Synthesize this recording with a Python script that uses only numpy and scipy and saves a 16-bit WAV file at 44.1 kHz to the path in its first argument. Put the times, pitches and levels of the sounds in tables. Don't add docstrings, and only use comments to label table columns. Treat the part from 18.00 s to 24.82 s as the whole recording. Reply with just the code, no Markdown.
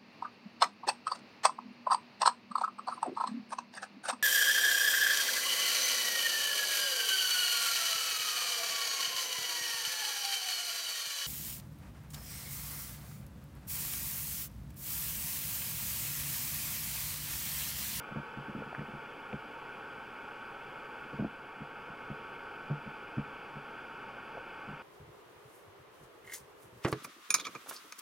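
import sys
import numpy as np
from scipy import signal
from scipy.fft import rfft, irfft
from scipy.io import wavfile

SR = 44100
rng = np.random.default_rng(int(sys.argv[2]) if len(sys.argv) > 2 else 0)


def put_to_file(sound):
    columns = np.atleast_2d(sound).T
    safe = np.clip(columns, -1, 1)
    whole_steps = np.round(safe * 32767)
    wavfile.write(sys.argv[1], SR, whole_steps.astype(np.int16))


N = 300879


def current(boost_db=0.78):
    # (pitch [Hz], width to each side [Hz], relative level [dB])
    resonances = [(10, 91, -87.5), (135, 20, -83), (271, 176, -81), (442.4, 102, -77.5), (546, 81, -81),
                  (693, 65, -83), (868, 144, -76.5), (911.5, 22, -74), (1121, 60.5, -76), (1303, 90, -76.0),
                  (1449, 128, -74.5), (1527, 75, -76.5), (1706, 226, -86), (1873, 60, -92.5),
                  (2169, 70, -83.5), (2366, 204, -83), (2586, 116, -84), (2876, 128, -87.5),
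                  (3065, 144, -91), (3339, 260, -94), (4127, 320, -106.2), (4757, 364, -101.6),
                  (5320, 340, -111.9), (5889, 220, -110.2)]
    # (time [s], level [dB])
    flow = [(0, -48), (3.1, -48), (3.9, -47), (6.82, -47)]
    power = sum(from_db(db) ** 2 / (1 + ((frequencies() - hz) / width) ** 2) ** 3
                for hz, width, db in resonances)
    return from_db(over_time(flow) + boost_db) * noise(np.sqrt(power))


def bumps(ring_db=1.0, thud_db=-2.5, slow_push_s=0.015, scuff_db=-1.5, scuff_build_s=0.0041):
    # (time [s], strength [dB], contact time [s], tilt from the low note to the upper ones [dB])
    pushes = [(0.11, -40, 0.0039, 6), (0.158, -30.5, .006, 3.5), (0.185, -40, .002, 5),
              (0.372, -38, .002, 2), (0.394, -44.5, .006, -8), (0.483, -37.5, 0.006, 7),
              (0.549, -36.5, 0.0036, 8), (0.575, -38.5, .004, 5), (0.604, -44, .005, 11),
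              (0.662, -42, .004, 1), (0.781, -34, 0.0064, -3.5), (0.807, -37, 0.0075, 8),
              (0.882, -48, .004, 13), (0.937, -40, 0.0022, 0.5), (1.329, -32, 0.0071, 4.5),
              (3.130, -35, .008, 1), (3.187, -36.5, .006, 8), (3.196, -28.5, 0.0021, -1.5),
              (3.221, -35, 0.0026, 17), (3.247, -34, 0.0019, 15.5), (3.606, -35.5, 0.005, 1.5),
              (3.890, -45, .006, 6), (4.101, -34, 0.0027, 1), (4.700, -20, 0.023, -6.5),
              (4.863, -38, 0.0041, 4.5), (5.171, -36, .003, -12), (5.180, -27, 0.0026, 2),
              (5.557, -38, .006, -1.5), (6.678, -40, .004, 3.5), (6.698, -43.5, .004, 12),
              (6.724, -41, .004, -1)]
    # (pitch [Hz], level [dB], fade time [s])
    thud_notes = [(66.3, -6, 0.1)]
    # (pitch [Hz], level [dB], fade time [s])
    low_notes = [(145.8, 0.5, 0.14)]
    # (pitch [Hz], level [dB], fade time [s])
    upper_notes = [(211.8, 2.5, 0.078), (267.4, -8.5, 0.094)]
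    pushes = pushes + nudges()
    out, t = np.zeros(N), np.arange(SR // 4) / SR
    scuff_band = signal.butter(2, [170, 580], "band", fs=SR, output="sos")
    scuffs = unit_power(signal.sosfilt(scuff_band, rng.standard_normal((len(pushes), len(t)))))
    for (start_s, strength_db, contact_s, tilt_db), scuff in zip(pushes, scuffs):
        scuff_gain = (1 - np.exp(-contact_s / scuff_build_s)) * from_db(scuff_db + tilt_db / 2)
        thud_gain = from_db(thud_db) / (1 + (contact_s / slow_push_s) ** 4)
        sound = scuff_gain * scuff * swell_and_fade(t, contact_s, fade_s=0.072)
        tilt = from_db(tilt_db / 2)
        for gain, notes in ((thud_gain, thud_notes), (1 / tilt, low_notes), (tilt, upper_notes)):
            for hz, db, fade_s in notes:
                sound += gain * from_db(ring_db + db) * ring(t, hz, contact_s, fade_s)
        add(out, start_s, from_db(strength_db) * sound)
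    return out


def grit(rise_s=0.00024):
    # (time [s], level [dB], pitch [Hz], fade time [s])
    grains = [(0.621, -31, 500, .02), (0.7287, -26, 700, .007), (0.7493, -20, 1480, .005),
              (0.756, -37, 1650, .015), (0.793, -38, 1800, .012), (1.326, -34.5, 730, .02),
              (1.329, -27, 2500, .005), (3.193, -33, 560, .02), (3.202, -29.5, 560, .018),
              (3.2455, -25.5, 570, .016), (6.353, -33, 480, .008), (6.3718, -30.5, 720, .014),
              (6.3789, -29, 540, .009)]
    out, t = np.zeros(N), np.arange(SR // 16) / SR
    for start_s, db, hz, fade_s in grains:
        add(out, start_s, from_db(db) * ring(t, hz, rise_s, fade_s))
    return out


def nudges(count=10, strength_db=-57, spread_db=1.5, contact_s=0.0055):
    moments, sizes = rng.uniform(0, N / SR, count), rng.standard_normal(count)
    return [(start_s, strength_db + spread_db * size, contact_s, 0)
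            for start_s, size in zip(moments, sizes)]


def microphone_hiss(level_db=-74):
    # (frequency [Hz], relative level [dB])
    tone = [(20, -4), (3000, 0), (7000, -0.5), (10000, -2.5), (15000, -5)]
    return from_db(level_db) * noise(from_db(over_frequency(tone)))


def through_wall(sound, low_hz=40, high_hz=2800):
    return signal.sosfilt(signal.butter(3, [low_hz, high_hz], "band", fs=SR, output="sos"), sound)


def ring(t, hz, rise_s, fade_s):
    return np.sin(2 * np.pi * hz * t) * swell_and_fade(t, rise_s, fade_s)


def swell_and_fade(t, rise_s, fade_s):
    return from_db(-60 * t / fade_s) * (1 - np.exp(-t / rise_s))


def noise(gain):
    return unit_power(irfft(rfft(rng.standard_normal(N)) * gain, N))


def from_db(db):
    return 10 ** (np.asarray(db) / 20)


def unit_power(sound):
    return sound / np.sqrt(np.mean(sound ** 2) + 1e-20)


def frequencies():
    return np.maximum(np.fft.rfftfreq(N, 1 / SR), 1)


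def over_time(points):
    return np.interp(np.arange(N) / SR, *np.transpose(points))


def over_frequency(points):
    hz, value = np.transpose(points)
    return np.interp(np.log(frequencies()), np.log(hz), value)


def add(out, start_s, sound):
    at = max(round(start_s * SR), 0)
    out[at:at + len(sound)] += sound[:N - at]


def scene():
    # (time [s], level change [dB])
    dip = [(3.17, 1.5), (3.22, 0.1), (3.5, -0.7), (4.1, 0.5)]
    # (frequency [Hz], phase lag [rad])
    left_lag = [(60, 0.01), (250, 0.13), (450, 0.28), (900, 0.41), (1700, 0.44), (2400, 0.38), (3200, 0.36),
                (3800, 0.023)]
    background = microphone_hiss()
    inside = current() + through_wall(bumps() + grit()) + background
    inside *= from_db(over_time(dip))
    lag_share = np.array([[-0.5], [0.5]])
    phase_shift = np.exp(1j * over_frequency(left_lag) * lag_share)
    return irfft(rfft(inside) * phase_shift, N)


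def record(dry, cutoff_hz=15700):
    return signal.sosfilt(signal.ellip(12, .1, 70, cutoff_hz, fs=SR, output="sos"), dry)


dry = scene()
out = record(dry)
put_to_file(out)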